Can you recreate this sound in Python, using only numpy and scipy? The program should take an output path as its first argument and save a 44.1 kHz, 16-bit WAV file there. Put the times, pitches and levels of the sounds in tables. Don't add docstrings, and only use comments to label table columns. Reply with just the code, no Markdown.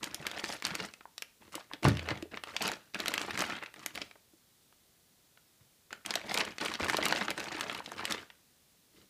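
import sys
import numpy as np
from scipy import signal
from scipy.fft import rfft, irfft
from scipy.io import wavfile
from scipy.ndimage import uniform_filter1d, map_coordinates

SR = 44100
rng = np.random.default_rng(int(sys.argv[2]) if len(sys.argv) > 2 else 0)


def store_pcm(level_fs):
    pcm = np.round(np.clip(level_fs, -1, 1) * 32767).astype(np.int16)
    wavfile.write(sys.argv[1], SR, np.atleast_2d(pcm).T)


N = 400869
TIME = np.arange(N) / SR

# start_s, length_s, work_db, taut_db, slack_db
STROKES = [ (0.0, 0.3, -54, -11, -3.5), (0.018, 0.029, -44.5, -6, -4), (0.174, .06, -68, -15, 8),
           (0.217, 0.061, -45.5, -13, -16), (0.326, 0.064, -41.5, -9, -12), (0.427, 0.11, -44, -3, -8),
           (0.632, 0.12, -44, -7, -6.5), (0.776, 0.062, -43.5, -5.5, -4.5), (1.398, 0.084, -65, -9, 0),
           (1.517, 0.067, -49.5, -8.5, -10), (1.692, 0.056, -55, -16, -8), (1.823, 0.058, -37, -7.5, 3),
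           (1.927, 0.15, -50, -14, -6), (2.067, .04, -40.5, -14, -7), (2.125, 0.061, -52.5, -14, -1),
           (2.307, 0.047, -50, -18, -1.5), (2.448, 0.2, -50.5, -11, -10.5), (2.604, 0.056, -34.5, -5.5, -8),
           (2.674, 0.039, -41, -8, -5), (2.934, .47, -44, -10.5, -5.5), (3.38, 0.055, -36.5, -6.5, -7),
           (3.474, 0.076, -40.5, -13.5, -8), (3.584, 0.049, -45, -19, -14), (3.753, 0.14, -56, -7.5, -5.5),
           (3.929, 0.1, -53.5, -2.5, -2), (5.896, 0.067, -59.5, -11, -4), (6.045, 0.14, -45, -14, -9.5),
           (6.231, 0.027, -45, -11, -4), (6.283, .07, -38.5, -5.5, -8.5), (6.357, 0.049, -33.5, -8, -9.5),
           (6.457, 0.024, -42.5, -9, -4), (6.599, 0.047, -35.5, -8.5, -9.5), (6.673, 0.065, -40.5, -8, -8),
           (6.788, 0.44, -37, -10, -6), (7.038, 0.02, -34.5, -10, -9), (7.273, 0.011, -35, -12, -5),
           (7.329, .45, -45, -10, -7.5), (7.377, 0.021, -38.5, -6.5, -6), (7.525, 0.014, -36.5, -13, -23),
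           (7.833, 0.18, -54, -9, -2.5), (7.963, 0.11, -44, -12.5, -10), (8.088, 0.036, -37, -8.5, -6.5),
           (8.167, 0.028, -46.5, -11, -5), (8.93, 0.094, -70.5, -0.5, 4.5)]
# frequency_hz, gain_db
CRACKLE_COLOUR = [(24, -49.5), (40, -17.5), (75, -11.5), (111, -10), (213, 6.5), (253, 1.5), (317, 4),
                  (407, -3.5), (472, -4), (1600, -2.5), (1820, -2.5), (4460, -11), (14400, -25.5),
                  (15500, -28)]


def bags(mid_db, treble_db, flap_db, slide_db, rumble_db):
    power = np.full((3, N), 1e-10)
    for start, length, db, taut_db, slack_db in STROKES:
        power += np.outer(undb([db, db + taut_db, db + slack_db]), stroke(start, length)) ** 2
    work_db, taut_db, slack_db = 10 * np.log10(power)
    buckling = undb(np.minimum(0.61 * (work_db + 56), 0))
    film = buckling * crackle(per_second=1200, spread_db=5.5, drift_db=4.2, surge_db=4.5)
    film += undb(slide_db) * rng.standard_normal(N)
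    film = bag_hollow(film, lag_s=0.001097, sway=.4, moves_per_s=12, echo_db=-10)
    film = colour(film, CRACKLE_COLOUR)
    out = np.zeros(N)
    for lo_hz, hi_hz, db in [(125, 468, slack_db + flap_db), (505, 3160, work_db + mid_db),
                             (3900, 25000, taut_db + treble_db)]:
        part = band(film, lo_hz, hi_hz, order=3)
        running_rms = np.sqrt(uniform_filter1d(part ** 2, int(.06 * SR)) + 1e-12)
        out += undb(db) * part / running_rms
    rumble = unit(band(rng.standard_normal(N), 61, 170))
    return out + undb(0.59 * slack_db + rumble_db) * rumble


def stroke(start, length, attack_s=.018, release_db_per_s=290.5, settle_db=-27, settle_db_per_s=59.5):
    rise = np.clip((TIME - start) / attack_s, 0, 1)
    after = np.maximum(TIME - start - length, 0)
    return rise * undb(np.maximum(-release_db_per_s * after, settle_db - settle_db_per_s * after))


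def crackle(per_second, spread_db, drift_db, surge_db, fold_count=300):
    folds = [np.sqrt(hz) * crease(hz, cycles=14.7, overtone_db=-7, flutter_db=-2, flutter_t60=0.024)
             for hz in np.geomspace(350, 10000, fold_count)]
    when, pitch_rank, rarity = rng.random((int(per_second * N / SR), 3)).T
    times = when * N / SR
    grips = np.arange(0, N / SR, .016)
    wander, surge = (np.interp(times, grips, rng.standard_normal(len(grips))) for _ in range(2))
    tilt = wander * (2 * pitch_rank - 1)
    sizes = undb(-spread_db * np.log(np.maximum(rarity, .04)) + drift_db * tilt + surge_db * surge)
    out = np.zeros(N)
    for start, fold, size in zip(times, (pitch_rank * fold_count).astype(int), sizes):
        add(out, start, size * folds[fold])
    return unit(out)


def crease(hz, cycles, overtone_db, flutter_db, flutter_t60):
    t = np.arange(SR // 40) / SR
    ring = 0
    for ratio, db in [(1, 0.91), (1.7, overtone_db), (2.9, overtone_db - 5)]:
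        mode_hz = min(hz * ratio * np.exp(0.11 * rng.standard_normal()), SR / 3)
        ring += undb(db) * np.sin(2 * np.pi * mode_hz * t) * fade(t, cycles / mode_hz)
    flutter = band(rng.standard_normal(len(t)), hz * .5, hz * 1.556) * fade(t, flutter_t60)
    return rng.choice([-1, 1]) * unit_energy(unit(ring) + undb(flutter_db) * unit(flutter))


def bag_hollow(x, lag_s, sway, moves_per_s, echo_db):
    moves = np.arange(0, N / SR, 1 / moves_per_s)
    lag = lag_s * SR * np.exp(sway * np.interp(TIME, moves, rng.standard_normal(len(moves))))
    return sum((-undb(echo_db)) ** k * map_coordinates(x, [np.arange(N) - k * lag]) for k in range(3))


# start_s, level_db, pitch_hz, crack_db
SNAPS = [(0.032, -35, 2860, -12), (0.0424, -43, 3780, 7), (0.145, -38, 5040, 3), (0.2672, -30.5, 2600, -4),
         (0.3141, -37.5, 2880, -7), (.4414, -32, 2090, -19), (0.6236, -36, 2110, -12),
         (0.6512, -27.5, 4500, -11), (0.6675, -34, 2330, -6), (0.7524, -35.5, 3080, -3.5),
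         (0.938, -45.5, 2560, -6), (1.0086, -48.5, 1310, -22), (1.18, -38.5, 5030, -6),
         (1.2222, -36, 2620, -4), (1.5537, -43, 3420, 5), (1.735, -38, 3270, -12),
         (1.8314, -36.5, 2300, -12.5), (1.884, -42, 4000, 5.5), (1.9707, -37.5, 2900, -12),
         (1.9938, -35.5, 2600, -24), (2.0879, -30, 2040, -22), (2.105, -36, 2700, -30),
         (2.225, -44, 3040, -8), (2.373, -36, 2000, -36), (2.4371, -36, 2300, -12.5),
         (2.4726, -46, 1480, -17), (2.5653, -28, 3680, -19), (2.623, -36.5, 3120, 2),
         (2.678, -38, 2150, 2.5), (2.717, -34.5, 1690, -6), (2.9459, -33.5, 2680, -12),
         (3.002, -31.5, 3370, -10), (3.059, -31, 2150, -11.5), (3.0812, -27, 3640, -8),
         (3.1392, -27.5, 2280, -9), (3.1789, -27, 2900, -16), (3.2155, -34.5, 3600, -10),
         (3.3075, -33, 2050, -18), (3.376, -32, 2050, -10), (3.392, -34, 1880, -3),
         (3.421, -28.5, 1270, -12), (3.499, -37, 2120, -16), (3.661, -42, 2540, -30),
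         (3.7406, -47.5, 1960, -8), (3.8616, -33, 2240, 0), (3.956, -39, 2660, -7),
         (3.9764, -36, 2230, -21), (4.0171, -34, 3280, -27), (4.112, -48.5, 2020, -19),
         (4.156, -53.5, 800, -20), (4.7254, -61, 1490, -22.5), (5.374, -56.5, 1600, -27),
         (5.907, -47, 1970, -20), (5.9286, -36, 1980, -11), (6.0614, -35.5, 3000, -2.5),
         (6.107, -29, 4360, -14), (6.1396, -34, 1640, -9), (6.155, -28, 3830, -4.5),
         (6.3427, -37.5, 2890, 4.5), (6.3752, -28.5, 3630, -10), (6.5833, -36, 3300, -17),
         (6.6602, -31.5, 3020, -11), (6.739, -34.5, 3560, -12), (6.83, -32, 1870, -25),
         (6.8978, -26, 1900, -14.5), (6.9687, -30.5, 3460, -5.5), (7.055, -27.5, 3020, -2.5),
         (7.0841, -44, 2600, 8), (7.1251, -23.5, 2200, -20), (7.161, -33.5, 3540, -27),
         (7.2826, -28.5, 1680, -33), (7.305, -33, 3240, -5), (7.4022, -35.5, 2620, -10),
         (7.609, -29.5, 2890, -6), (7.6974, -31.5, 2020, -23), (7.7487, -36, 2620, -16),
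         (7.8606, -39, 3650, -20), (7.9181, -38, 1110, -9.5), (8.0537, -30, 3070, -5.5),
         (8.1227, -30, 4370, -3.5), (8.3021, -47.5, 1880, -35)]


def snaps(crack_gain_db, tick_db, neighbour_db):
    out, t = np.zeros(N), np.arange(SR // 40) / SR
    for start, db, hz, crack_db in SNAPS:
        size = undb(db) * np.sqrt(.005 * SR)
        tick = unit(np.sin(2 * np.pi * 1.4 * hz * t) * fade(t, 0.00051))
        fold = unit(crease(hz, cycles=19, overtone_db=-9, flutter_db=-0.5, flutter_t60=0.025))
        neighbour = unit(crease(hz / 2, cycles=7, overtone_db=8, flutter_db=-1.5, flutter_t60=0.029))
        lag = int(SR * rng.uniform(.0005, .0025))
        body = undb(tick_db) * tick + delay(fold, lag // 4) + undb(neighbour_db) * delay(neighbour, lag)
        body = unit_energy(band(body, 260, min(3.2 * hz, 5800)))
        crack = band(rng.standard_normal(len(t)), 3800, 9000, order=1)
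        crack = unit_energy(crack * (fade(t, 0.0049) + .22 * fade(t, .025)))
        add(out, start, size * (body + undb(crack_db + crack_gain_db) * crack))
        creak = band(rng.standard_normal(len(t)), hz / 2, 2 * hz) * fade(t[::-1], 0.012)
        add(out, start - t[-1], size * undb(-27) * unit_energy(creak))
    return out


# start_s, level_db, pitch_hz
TAPS = [(0.199, -46, 148), (.438, -34.5, 346), (0.714, -39.5, 177), (0.813, -41, 195), (1.055, -38, 960),
        (1.423, -50, 900), (1.543, -34.5, 1210), (1.558, -41.5, 315), (1.58, -36.5, 930),
        (1.714, -37, 1050), (1.736, -43, 288), (1.853, -20, 750), (1.8935, -27, 1840), (2.113, -32, 320),
        (2.227, -33, 334), (2.256, -44, 415), (2.343, -31, 2220), (3.422, -30, 636), (3.983, -39.5, 720),
        (4.335, -55.5, 330), (6.158, -28.5, 680), (6.215, -34.5, 2280), (6.317, -27.5, 760),
        (6.412, -24, 1930), (6.622, -37, 288), (6.821, -41.5, 86.4), (6.945, -22, 1010),
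        (6.987, -24.5, 614), (7.29, -34.5, 340), (7.548, -38.5, 320), (7.574, -35, 875), (7.804, -32, 980),
        (7.995, -30, 1280)]


def taps(gain_db, cycles, overtone_db):
    out, t = np.zeros(N), np.arange(SR // 3) / SR
    for start, db, hz in TAPS:
        overtone_hz = hz * rng.uniform(1.3, 1.9)
        ring = np.sin(2 * np.pi * hz * t) * fade(t, cycles / hz)
        ring += undb(overtone_db) * np.sin(2 * np.pi * overtone_hz * t) * fade(t, cycles / hz / 2)
        onset = 1 - fade(t, 3 / hz)
        add(out, start, 2 * undb(db + gain_db) * ring * onset)
    return out


# start_s, level_db, cutoff_hz, clack_db
KNOCKS = [(1.8505, -22, 700, 0), (1.8653, -21.5, 211, -7), (1.879, -19.5, 320, -19), (1.915, -27, 400, -30),
          (2.113, -37, 196, 4), (3.33, -47, 121, -22), (5.607, -61, 170, -6), (8.122, -58, 111, -8)]
# pitch_hz, gain_db, t60_s
FLOOR_MODES = [(82.6, -13.5, 1), (111, 3, 0.22), (127.6, 1.5, 0.25), (146.6, -3, 0.26), (193, -3.5, 0.2),
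               (274.4, -2, 0.15), (344.3, -13.5, 0.11), (404, -20.5, 0.23), (503, -20, 0.35),
               (597.4, -6, 0.13)]


def knocks(gain_db, clack_t60):
    out, t = np.zeros(N), np.arange(SR) / SR
    floor = sum(undb(db) * np.cos(2 * np.pi * hz * t) * fade(t, t60) for hz, db, t60 in FLOOR_MODES)
    for start, db, cutoff_hz, clack_db in KNOCKS:
        thud = band(floor, 82, cutoff_hz)
        thud /= thud[:SR // 30].std()
        clack = band(rng.standard_normal(SR), 380, 1900) * fade(t, clack_t60)
        clack /= clack[:SR // 100].std()
        add(out, start, undb(db + gain_db) * (thud + undb(clack_db) * clack))
    return out


def room(x, wet_db, t60, treble_t60):
    t = np.arange(SR // 2) / SR
    scatter = rng.standard_normal(len(t)) * np.exp(.5 * rng.standard_normal(len(t)))
    body = band(scatter, 180, 4100, order=1) * fade(t, t60)
    treble = band(scatter, 4500, 20000, order=1) * fade(t, treble_t60)
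    tail = unit_energy((body + treble) * (t > .003))
    return x + undb(wet_db) * signal.fftconvolve(x, tail)[:N]


# frequency_hz, gain_db
ROOM_TONE_COLOUR = [(15, -44.5), (25, -9), (160, -1.5), (495, -8.5), (614, -10.5), (1050, -13.5),
                    (2630, -14), (3630, -11), (5880, -13), (13900, -14.5), (15500, -12)]


def room_tone(level_db):
    return undb(level_db) * unit(band(colour(rng.standard_normal(N), ROOM_TONE_COLOUR), 28, 16000))


def undb(db):
    return 10 ** (np.asarray(db) / 20)


def unit(x):
    return x / np.sqrt(np.mean(x ** 2))


def unit_energy(x):
    return x / np.linalg.norm(x)


def fade(t, t60):
    return np.exp(-np.log(1000) * t / t60)


def delay(x, samples):
    return np.r_[np.zeros(samples), x][:len(x)]


def band(x, lo_hz, hi_hz, order=2):
    edges_hz = [lo_hz, min(hi_hz, SR / 2 - 100)]
    return signal.sosfilt(signal.butter(order, edges_hz, "band", fs=SR, output="sos"), x)


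def colour(x, points):
    hz, db = np.transpose(points)
    gain = undb(np.interp(np.log(np.fft.rfftfreq(4096, 1 / SR) + 1), np.log(hz), db))
    cepstrum = irfft(np.log(gain))
    causal = np.r_[1, np.full(2047, 2), 1, np.zeros(2047)]
    impulse = irfft(np.exp(rfft(cepstrum * causal)))
    return signal.fftconvolve(x, impulse)[:N]


def add(track, start_s, sound):
    i = int(np.clip(start_s * SR, 0, N - 1))
    track[i:i + len(sound)] += sound[:N - i]


def scene():
    film = snaps(crack_gain_db=0.5, tick_db=-4, neighbour_db=-12)
    film += bags(mid_db=0.5, treble_db=2, flap_db=0.5, slide_db=-14, rumble_db=-32)
    parts = knocks(gain_db=-4, clack_t60=0.078) + taps(gain_db=1.5, cycles=12, overtone_db=-5)
    return (room(film + parts, wet_db=-14, t60=0.32, treble_t60=0.14) + room_tone(level_db=-67))[None]


def record(dry, top_hz=15400):
    return signal.sosfilt(signal.ellip(10, .2, 70, top_hz, fs=SR, output="sos"), dry)


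dry = scene()
out = record(dry)
store_pcm(out)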